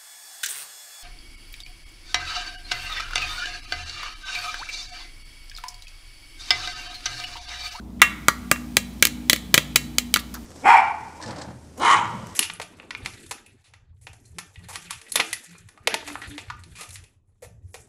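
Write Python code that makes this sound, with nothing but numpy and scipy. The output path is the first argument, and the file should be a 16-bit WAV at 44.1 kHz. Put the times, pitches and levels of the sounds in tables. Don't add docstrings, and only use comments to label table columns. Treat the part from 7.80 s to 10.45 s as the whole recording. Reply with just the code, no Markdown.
import sys
import numpy as np
from scipy import signal
from scipy.fft import rfft, irfft
from scipy.io import wavfile

SR = 44100
rng = np.random.default_rng(int(sys.argv[2]) if len(sys.argv) > 2 else 0)


def linear_from_db(decibels):
    return 10 ** (np.asarray(decibels, float) / 20)


def wav_record(signal):
    frames = np.transpose(np.atleast_2d(signal))
    bounded = np.clip(frames, -1, 1)
    quanta = np.round(bounded * 32767).astype(np.int16)
    wavfile.write(sys.argv[1], SR, quanta)


N = 116865

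# start in seconds, peak in dB, centre of the knock in Hz, ring in dB, crack in dB.
RAPS = [(0.2174, 13, 1970, -30.5, -14.5), (.4833, 3.5, 1460, -33, -12), (.7140, 2, 1670, -34.5, -9),
        (0.9686, 0.5, 2440, -35, -6.5), (1.2246, 2.5, 2430, -36, -5), (1.4976, 1.5, 3040, -34, -4.5),
        (1.742, 4, 2920, -29, -6), (1.7779, 2, 2380, -40, -10.5), (1.959, 1, 2480, -32, -4.5),
        (2.1838, -6, 3040, -31, -3), (2.3404, -2.5, 3300, -34, -5.5)]


def rms_one(x):
    return x / np.sqrt(np.mean(x ** 2) + 1e-20)


def coloured(points):
    hz, db = np.transpose(points)
    f = np.maximum(np.fft.rfftfreq(N, 1 / SR), 1)
    octaves_below = np.maximum(np.log2(hz[0] / f), 0)
    octaves_above = np.maximum(np.log2(f / hz[-1]), 0)
    shape_db = np.interp(np.log(f), np.log(hz), db) - 24 * octaves_below - 12 * octaves_above
    return rms_one(irfft(rfft(rng.standard_normal(N)) * linear_from_db(shape_db), N))


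def modes(table, gain_db, t, length=1):
    hz, db, t60 = np.transpose(table)[:, :, None]
    sign = (-1.) ** np.arange(len(hz))[:, None]
    level = linear_from_db(db + gain_db[:, None] - 60 * t / t60 / length)
    return (sign * level * np.sin(2 * np.pi * hz * t)).sum(axis=0)


def spot_gain(table, centre_hz):
    octaves = np.log2(np.array(table)[:, 0] / centre_hz)
    return -6 * (octaves / 0.7) ** 2 + 1.5 * rng.standard_normal(len(table))


def nail_contact():
    chatter_s, loss_db = 0.001346, 10
    contact = np.zeros(SR // 100)
    for k in range(3):
        gap_s = chatter_s * (1 + 0.079 * rng.standard_normal())
        lag = int(np.clip(k * gap_s * SR, 0, len(contact) - 1))
        contact[lag] += linear_from_db(-loss_db * k) * (-1) ** k
    return contact


def knock(peak_db, centre_hz, t):
    # frequency in Hz, level in dB, t60 in seconds.
    damped = [(778, -2, 0.018), (896, 5, 0.0073), (1117, 2.5, 0.0091), (1180, -1.5, 0.023),
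              (1412, -0.5, 0.019), (1630, -6, 0.033), (1993, -2.5, .02), (2229, -3, 0.028),
              (2490, 1.5, 0.01), (2971, -7.5, 0.025), (3300, 7, 0.0054), (3946, 0, 0.016),
              (4500, 6.5, 0.0072), (4840, -42.5, 0.0078)]
    length = linear_from_db(0.13 * peak_db)
    body = modes(damped, -6 + spot_gain(damped, centre_hz), t, length)
    return signal.fftconvolve(body, nail_contact())[:len(t)]


def ring(ring_db, centre_hz, t):
    # frequency in Hz, level in dB, t60 in seconds.
    ringing = [(1157, -5, 0.45), (1214, 5.5, 0.14), (1320, -27, 0.24), (1710, -0.5, 0.2), (1854, -7, 0.33),
               (1966, -3.5, 0.19), (2160, -1.5, 0.24), (2380, -7, 0.21), (2430, -1, 0.128), (2820, -14, .1),
               (3100, 2, .12), (3620, -38.5, 0.079), (3740, -32.5, 0.127), (4600, -21, .1)]
    detuned = np.array(ringing)
    detuned[:, 0] *= 1 + 0.012 * rng.standard_normal(len(ringing))
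    return modes(detuned, ring_db + spot_gain(ringing, centre_hz), t)


def crack(crack_db, t):
    level_db, t60_s, low_hz = 5, 0.011, 3500
    nail_hz, nail_width_hz = 7300, 2000
    burst = np.array([rng.standard_normal(len(t)), linear_from_db(13.5) * (t == 0)])
    high = signal.butter(2, low_hz, "high", fs=SR, output="sos")
    nail = signal.iirpeak(nail_hz, nail_hz / nail_width_hz, fs=SR)
    bright = signal.sosfilt(high, burst) + signal.lfilter(*nail, burst)
    return linear_from_db(level_db + crack_db - 60 * t / t60_s) * bright


def decaying_tone(hz, db, t60_s, t):
    return linear_from_db(db - 60 * t / t60_s) * np.sin(2 * np.pi * hz * t)


def pads(t):
    # start in seconds, low push in dB, rim note in dB, pot note in dB.
    presses = [(0.2181, -17, -10.5, -21), (.4833, -12, -49, -28), (0.715, -10.5, -25, -35),
               (0.9702, -14.5, -31.5, -48), (1.2245, -13, -23, -56), (1.4988, -17, -32, -48),
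               (1.5310, -14, -43, -43), (1.7418, -7.5, -44, -37), (1.778, -9, -31.5, -51),
               (1.9571, -24.5, -27.5, -48), (2.1836, -47, -37, -47), (2.3418, -41, -30, -54),
               (2.3628, -40, -31.5, -50)]
    # frequency in Hz, t60 in seconds, share in dB.
    push_hz, push_t60_s, push_share_db = (157, 293, 567), (0.027, 0.011, 0.015), (0, 3.5, -1)
    out = np.zeros((2, N + SR))
    for s, push_db, rim_db, pot_db in presses:
        i = int(s * SR)
        span = slice(i, i + len(t))
        out[0, span] += decaying_tone(1894, pot_db, 0.24, t)
        out[0, span] += decaying_tone(2741, rim_db, 0.19, t)
        for hz, t60_s, share_db in zip(push_hz, push_t60_s, push_share_db):
            out[:, span] += decaying_tone(hz, push_db + share_db, t60_s, t)
    return out


def ramekin():
    # start in seconds, peak in dB, centre of the knock in Hz, ring in dB, crack in dB.
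    touches = [(0.4842, -6.5, 4500, -40, -33), (1.2272, -4.5, 2380, -34, -16), (1.745, -2, 2330, -37, -9),
               (1.9610, -5.5, 4500, -44, -11), (2.3604, -9.5, 3800, -38, -13.5),
               (.7600, -19, 1670, -32, -34), (1.2523, -3, 2750, -33, -6), (1.2701, -14, 2640, -40, -3.5),
               (1.5310, -2, 2730, -32.5, -7), (1.5617, -16.5, 2500, -46, -9.5), (2.361, -6, 1490, -31, -20),
               (2.3700, -12, 1930, -34, -12)]
    t = np.arange(SR // 2) / SR
    out = pads(t)
    for s, peak_db, centre_hz, ring_db, crack_db in RAPS + touches:
        hit = knock(peak_db, centre_hz, t) + crack(crack_db, t)
        hit[0] += ring(ring_db, centre_hz, t)
        i = int(s * SR)
        out[:, i:i + len(t)] += linear_from_db(peak_db) * hit
    return out[:, :N]


def scuffs():
    # start in seconds, length in seconds, level in dB, centre in Hz.
    rubs = [
        (0.196, 0.0022, -44, 2610),
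        (.194, 0.0025, -53, 6500),
        (0.201, 0.008, -43, 1790),
        (1.198, .004, -50, 4000),
        (2.391, 0.012, -33.5, 3500),
        (2.394, .010, -36, 11000),
        (2.542, 0.031, -39, 1250),
        (2.540, 0.016, -37.5, 5160),
        (2.5407, 0.0056, -30.5, 12700),
    ]
    grains_per_s, fall_db, reach = 6800, 7.5, 1.35
    out, t = np.zeros(N), np.arange(N) / SR
    grains = (rng.random(N) < grains_per_s / SR) * rng.standard_normal(N) + 1e-9
    for s, length, db, hz in rubs:
        edges = [hz / reach, min(hz * reach, .45 * SR)]
        band = signal.butter(2, edges, "band", fs=SR, output="sos")
        pressure = (t > s) * linear_from_db(-fall_db * np.clip((t - s) / length, 0, 9) ** 2)
        out += linear_from_db(db) * pressure * rms_one(signal.sosfilt(band, grains))
    return out


def kitchen(x):
    # frequency in Hz, level in dB, t60 in seconds.
    room = [(400, -25.5, 0.27), (1080, -27.5, 0.59), (1900, -39, 0.89), (4000, -24, 0.39),
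            (7600, -24, 0.35), (15200, -28.5, 0.32)]
    early_db, early_t60_s, delay_s = 17, 0.061, 0.0066
    t = np.arange(SR // 2) / SR
    hz, db, t60 = np.transpose(room)
    white = rng.standard_normal((2, len(t)))
    edges = 250 * 2 ** np.arange(0, 6.6, .5)
    echo = np.zeros(len(t))
    for k, (low, high) in enumerate(zip(edges, np.minimum(edges[1:], .45 * SR))):
        log_hz = np.log(low * high) / 2
        sos = signal.butter(2, [low, high], "band", fs=SR, output="sos")
        band = signal.sosfilt(sos, white[k % 2])
        late = linear_from_db(-60 * t / np.interp(log_hz, np.log(hz), t60))
        early = linear_from_db(early_db - 60 * t / early_t60_s)
        echo += linear_from_db(np.interp(log_hz, np.log(hz), db) - 23) * band * (late + early)
    return signal.fftconvolve(x, echo * np.clip(t / delay_s, 0, 1))[:N]


def appliance():
    # frequency in Hz, rms level in dB, width in Hz.
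    hum = [(143.8, -48.5, 2.7), (190.5, -47.5, 8.7), (214.6, -51.5, 15), (242.2, -41.5, 3.9),
           (303.5, -49.5, 7.1), (352, -66.5, 30)]
    # frequency in Hz, density in dB per Hz.
    rumble = [(24, -21.5), (40, -24), (80, 0.5), (135, -9), (225, 0.5), (350, -11), (586, -21), (882, -20),
              (1500, -34), (1950, -55.5), (3300, -120)]
    mains_hz, mains_db, rumble_db = 59.8, -43, -43
    t, f = np.arange(N) / SR, np.fft.fftfreq(N, 1 / SR)
    out = linear_from_db(rumble_db) * coloured(rumble)
    out += linear_from_db(mains_db) * np.sqrt(2) * np.sin(2 * np.pi * mains_hz * t)
    for hz, db, width_hz in hum:
        spectrum = np.fft.fft(rng.standard_normal(N)) / (1 + (2 * f / width_hz) ** 2)
        waver = np.fft.ifft(spectrum).real
        waver = waver / waver.std()
        drift = 1.2 * np.roll(waver, N // 2)
        tone = np.sin(2 * np.pi * (hz * t + rng.random()) + drift)
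        out += linear_from_db(db) * rms_one((1.04 + .5 * waver) * tone)
    return out


def hiss():
    # frequency in Hz, density in dB per Hz.
    colour = [(410, -25), (700, -2), (984, -7), (1500, -8.5), (3370, -8), (13500, -15), (16000, -13.5)]
    level_db, shut_db, opens_s = -51.5, -9, .23
    gate_db = np.interp(np.arange(N) / SR, [opens_s, opens_s + 0.047], [shut_db, 0])
    return linear_from_db(level_db + gate_db) * coloured(colour)


def scene():
    low_cut = signal.butter(2, 200, "high", fs=SR, output="sos")
    near, far = signal.sosfilt(low_cut, ramekin() + scuffs())
    rap_starts = np.array(RAPS)[:, 0]
    pose = np.searchsorted(rap_starts, np.arange(N) / SR + .001) % 3
    echoes = sum(kitchen(far * (pose == k)) for k in range(3))
    return (near + echoes + appliance() + hiss())[None]


def low_pass(x):
    return signal.sosfilt(signal.butter(12, 16390, fs=SR, output="sos"), x)


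def record(dry):
    cutoff_hz, ceiling, knee = 15900, 1.0, 8
    cut = signal.sosfilt(signal.cheby2(10, 30, cutoff_hz, fs=SR, output="sos"), dry)
    flattened = cut / (1 + np.abs(cut / ceiling) ** knee) ** (1 / knee)
    return low_pass(flattened)


dry = scene()
out = record(dry)
wav_record(out)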